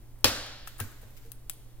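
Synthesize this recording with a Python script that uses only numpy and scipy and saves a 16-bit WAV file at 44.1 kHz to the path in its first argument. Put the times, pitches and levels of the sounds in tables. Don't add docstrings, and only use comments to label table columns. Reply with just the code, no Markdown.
import sys
import numpy as np
from scipy import signal
from scipy.fft import irfft
from scipy.io import wavfile
from scipy.ndimage import uniform_filter1d

SR = 44100
rng = np.random.default_rng(int(sys.argv[2]) if len(sys.argv) > 2 else 0)


def natural_amplitude(level_db):
    exponent = np.asarray(level_db, float) / 20
    return 10 ** exponent


def unload_wav(signal):
    wavfile.write(
        sys.argv[1],
        SR,
        np.round(np.clip(np.atleast_2d(signal).T, -1, 1) * 32767).astype(np.int16),
    )


N = 79380


def evened(x):
    return x / np.sqrt(np.mean(x ** 2) + 1e-20)


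def read(points, hz, column=1):
    table = np.array(points)
    return np.interp(np.log(hz + 1), np.log(table[:, 0] + 1), table[:, column])


def add(mix, start_s, sound):
    part = mix[..., round(start_s * SR):][..., :sound.shape[-1]]
    part += sound[..., :part.shape[-1]]


def sides(left_right_db):
    return natural_amplitude(np.array([[left_right_db / 2], [-left_right_db / 2]]))


def coloured(x, points):
    hz = abs(np.fft.fftfreq(4096, 1 / SR))
    log_gain = np.log(natural_amplitude(np.maximum(read(points, hz), -70)))
    spectrum = np.exp(np.conj(signal.hilbert(log_gain)))
    taps = np.fft.ifft(spectrum).real[:2048]
    return signal.fftconvolve(x, (taps / np.linalg.norm(taps))[None], axes=1)


def noise_pair(size, gain=1):
    # frequency in Hz, left-right correlation (-1 to 1).
    likeness = [(60, 0.86), (150, 0.78), (380, 0.76), (950, 0.92), (2380, 0.53), (5980, 0.45),
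                (15000, -0.1)]
    a, b, c, d = rng.standard_normal((4, size // 2 + 1))
    same = np.clip(read(likeness, np.fft.rfftfreq(size, 1 / SR)), -1, 1)
    left = a + 1j * b
    right = same * left + np.sqrt(1 - same ** 2) * (c + 1j * d)
    return evened(irfft(np.array([left, right]) * gain, size))


def burst(t60_s):
    return noise_pair(size=4096) * natural_amplitude(-60 * np.arange(4096) / SR / t60_s)


def snap(t60_s):
    out = burst(t60_s)
    out[:, 0] = natural_amplitude(12)
    return out


def ring(hz, db, t60_s, rise_s):
    t = np.arange(SR // 2) / SR
    return natural_amplitude(db - 60 * t / t60_s) * (1 - np.exp(-t / rise_s)) * np.sin(2 * np.pi * hz * t)


def echoed(x, late_db):
    # delay in seconds, level in dB (late_db is added past 5 ms), smear T60 in seconds.
    echoes = [(.002, -7, .004), (.0035, -11, .008), (.0105, -11, .04), (.0372, -17, .02)]
    taps = np.zeros((2, 8192))
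    taps[:, 0] = 1
    for delay_s, db, t60_s in echoes:
        smear = burst(t60_s)
        smear = smear / np.linalg.norm(smear, axis=1, keepdims=True)
        add(taps, delay_s, natural_amplitude(db + late_db * (delay_s > .005)) * smear)
    return signal.fftconvolve(x, taps, axes=1)[:, :N]


def room(x, near_db, hall_db):
    # frequency in Hz, T60 in seconds, relative level in dB.
    hall_bands = [(50, 1.6, 1), (80, 1.0, 3.5), (160, 0.36, 3.5), (257, 0.77, 3.5), (390, 0.83, -4.5),
                  (600, 0.93, 0.5), (1224, 0.88, 3.5), (2496, 1.1, -3.5), (4070, 1.046, -0.5),
                  (5500, .9, -3.5), (7000, 0.7, 3.5), (8920, .6, 0.5), (12000, 0.6, -6.5),
                  (16000, 0.49, -2.5)]
    near_t60_s, near_start_s, hall_rise_s = 0.18, 0.0013, 0.01
    t = np.arange(SR) / SR
    near = noise_pair(SR) * natural_amplitude(-60 * t / near_t60_s) * (t > near_start_s)
    hz, frame_s, z = signal.stft(noise_pair(SR), SR, nperseg=1024, noverlap=768)
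    band_db = read(hall_bands, hz, column=2)[:, None]
    band_t60_s = read(hall_bands, hz)[:, None]
    z = z * natural_amplitude(band_db - 60 * frame_s / band_t60_s)
    hall = signal.istft(z, SR, nperseg=1024, noverlap=768)[1][:, :SR]
    hall = hall * (1 - np.exp(-t / hall_rise_s))
    taps = natural_amplitude(near_db) * near / np.linalg.norm(near[0]) + natural_amplitude(hall_db) * hall / np.linalg.norm(hall[0])
    return signal.fftconvolve(x, taps, axes=1)[:, :N]


def background():
    # frequency in Hz, relative level in dB per Hz.
    floor_colour = [(12, -0.5), (22, -1), (33, -7), (50, -7.5), (80, -19.5), (130, -20), (170, -28.5),
                    (280, -25.5), (490, -32.5), (800, -36.5), (1400, -41), (3000, -45.5), (7500, -46.5),
                    (12000, -44), (15000, -44), (16500, -49.5)]
    # frequency in Hz, left over right in dB.
    floor_balance = [(60, -2.5), (240, 0), (950, -0.5), (3770, 2), (15000, -1.5)]
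    floor_db, hum_hz, hum_rms_db, waver_rms = -47, 118.3, -56.5, 0.067
    hz, t = np.fft.rfftfreq(N, 1 / SR), np.arange(N) / SR
    side_db = np.outer([.5, -.5], read(floor_balance, hz))
    floor = noise_pair(N, natural_amplitude(read(floor_colour, hz) + side_db))
    waver = evened(uniform_filter1d(rng.standard_normal(N), 3000))
    hum = np.sqrt(2) * (1 + waver_rms * waver) * np.sin(2 * np.pi * hum_hz * t)
    return natural_amplitude(floor_db) * floor + natural_amplitude(hum_rms_db) * hum


def ticks():
    # start in seconds, treble, middle and body levels in dB, left over right in dB,
    # T60 in seconds.
    tick_rows = [(.189, -53.5, -80, -71, 1, 0.0034), (.2077, -50, -72, -67, 7, 0.0045),
                 (.465, -44, -47, -76, 3, 0.0041), (0.674, -40.5, -41.5, -39.5, 10.5, 0.016),
                 (.783, -48.5, -73, -75, 16, 0.0033), (0.7888, -46, -70, -48, 11, .005),
                 (0.796, -79, -68, -37, 6, 0.0047), (0.799, -40, -61, -47, 14, 0.0047),
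                 (0.8015, -30, -34, -31, 9, 0.018), (0.9176, -48.5, -64, -59, 9, 0.0034),
                 (1.017, -54, -72, -69.5, 10, 0.0074), (1.1075, -51.5, -71, -78, 0, 0.0045),
                 (1.3184, -34, -46, -58, 15.5, 0.0057), (1.4973, -24, -30, -48, 11, 0.005)]
    # frequency in Hz, relative level in dB per Hz.
    treble_colour = [(4500, -36), (6500, -19.5), (8200, -1.5), (9500, 0), (11000, -3), (13000, -6),
                     (16500, -9)]
    middle_colour = [(1200, -32), (2200, -8.5), (3200, -3), (4500, -6.5), (6000, -5.5), (8000, -1.5),
                     (11000, -18)]
    body_colour = [(200, -21.5), (600, -12), (1100, -4.5), (1550, 0), (2100, -13), (3500, -37)]
    direct, impulses = np.zeros((2, 3, 2, N))
    for start_s, *levels_db, left_right_db, t60_s in tick_rows:
        for k, db in enumerate(levels_db):
            add(direct[k], start_s, natural_amplitude(db) * sides(left_right_db) * snap(t60_s))
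            add(impulses[k], start_s, natural_amplitude(db) * np.ones((1, 1)))
    colours = treble_colour, middle_colour, body_colour

    def joined(layers):
        return sum(coloured(x, colour)[:, :N] for x, colour in zip(layers, colours))

    return joined(direct), joined(impulses)


def crack():
    # frequency in Hz, relative level in dB per Hz.
    crack_colour = [(40, -2.5), (80, -2.5), (160, -13), (260, 0), (380, -3.5), (520, 3.5), (750, -3),
                    (1050, -5.5), (1500, 0.5), (2100, -2.5), (2800, 0), (4200, 1), (5200, 2), (6500, -6),
                    (8000, -9), (12000, -7.5), (15500, -9.5), (17000, -29.5)]
    # frequency in Hz, relative level in dB, T60 in seconds.
    crack_modes = [(56, -9.5, 0.35), (78, -0.5, 0.12), (256, -5, 0.13), (518, -1.5, .11), (606, -4.5, 0.16),
                   (1348, -3.5, .07), (1859, 0, 0.082), (2780, -12, 0.052)]
    start_s, t60_s, left_right_db = .2436, 0.013, 5.5
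    snap_db, ring_db = -7, -25
    direct, click, rung = np.zeros((3, 2, N))
    add(direct, start_s, natural_amplitude(snap_db) * sides(left_right_db) * coloured(snap(t60_s), crack_colour))
    add(click, start_s, natural_amplitude(snap_db) * coloured(np.ones((1, 1)), crack_colour))
    modes = sum(ring(*mode, rise_s=.003) for mode in crack_modes)
    add(rung, start_s, natural_amplitude(ring_db) * sides(left_right_db) * modes)
    return echoed(direct, late_db=0) + rung + room(click, near_db=15.5, hall_db=11)


def knocks():
    # start in seconds, low-mode, upper-mode and thud levels in dB.
    knock_rows = [(0.249, -23, -20, -33), (0.8061, -23.5, -22.5, -40), (1.03, -40.5, -43, -48)]
    # frequency in Hz, relative level in dB, T60 in seconds.
    pad_modes = [(99.6, 0.5, 0.15), (73, -15.5, .09), (226.6, -15.5, 0.195), (268, -26, 0.33),
                 (514, -20.5, .08), (1594, -5, 0.047)]
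    # frequency in Hz, relative level in dB per Hz.
    thud_colour = [(100, -14), (200, -1), (300, 0), (500, -4), (900, -15), (1500, -22), (2500, -30),
                   (5000, -48)]
    rung, thuds = np.zeros((2, 2, N))
    for start_s, low_db, upper_db, thud_db in knock_rows:
        modes = [ring(hz, db + (upper_db if hz > 150 else low_db), t60_s, rise_s=0.01)
                 for hz, db, t60_s in pad_modes]
        add(rung, start_s, -sum(modes)[None])
        add(thuds, start_s, natural_amplitude(thud_db) * coloured(burst(t60_s=0.072), thud_colour))
    return rung, thuds


def rustle():
    # time in seconds, level in dB.
    rustle_level = [(0.659, -65), (.68, -44.5), (.71, -68), (.78, -63), (0.812, -39.5), (.84, -52),
                    (.86, -56), (.9, -65), (1.01, -64.5), (1.025, -57), (1.06, -65), (1.16, -66),
                    (1.174, -49), (1.196, -69), (1.26, -60), (1.3, -75), (1.5, -116), (1.601, -70),
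                    (1.699, -86.5)]
    # frequency in Hz, relative level in dB per Hz.
    rustle_colour = [(880, -56.5), (1500, -5), (3890, -9.5), (4260, -11), (4660, -9.5), (9790, -12),
                     (14600, -3.5), (16500, -18)]
    grains_per_s, spread_db = 5000, 1.5
    size_db = spread_db * np.minimum(rng.exponential(1, (2, N)), 5)
    size = natural_amplitude(size_db) * rng.standard_normal((2, N))
    grains = evened(size * (rng.random(N) < grains_per_s / SR))
    time_s, db = np.transpose(rustle_level)
    level = natural_amplitude(np.interp(np.arange(N) / SR, time_s, db, -99, -99))
    return coloured(grains * level, rustle_colour)[:, :N]


def faint_tones():
    # start in seconds, frequency in Hz, level in dB, T60 in seconds.
    tone_rows = [(1.247, 463, -50, .22)]
    tones = np.zeros((2, N))
    for start_s, hz, db, t60_s in tone_rows:
        add(tones, start_s, ring(hz, db, t60_s, rise_s=0.0073)[None])
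    return tones


def scene():
    tick_direct, tick_drive = ticks()
    rung, thuds = knocks()
    soft = thuds + faint_tones() + rustle()
    wet = room(tick_drive, near_db=7, hall_db=3.5) + room(soft, near_db=-10.5, hall_db=-6)
    return crack() + echoed(tick_direct, late_db=-7) + rung + soft + wet + background()


def band_limit(x):
    return signal.sosfilt(signal.butter(12, 16860, fs=SR, output="sos"), x)


def record(dry):
    right_lag_samples, edge_hz = 3, 16600
    late = np.array([dry[0], np.roll(dry[1], right_lag_samples)])
    low_pass = signal.firwin(255, edge_hz, window=("kaiser", 8), fs=SR)
    cut = signal.oaconvolve(late, low_pass[None], "same")
    return band_limit(np.clip(cut, -1, 1))


dry = scene()
out = record(dry)
unload_wav(out)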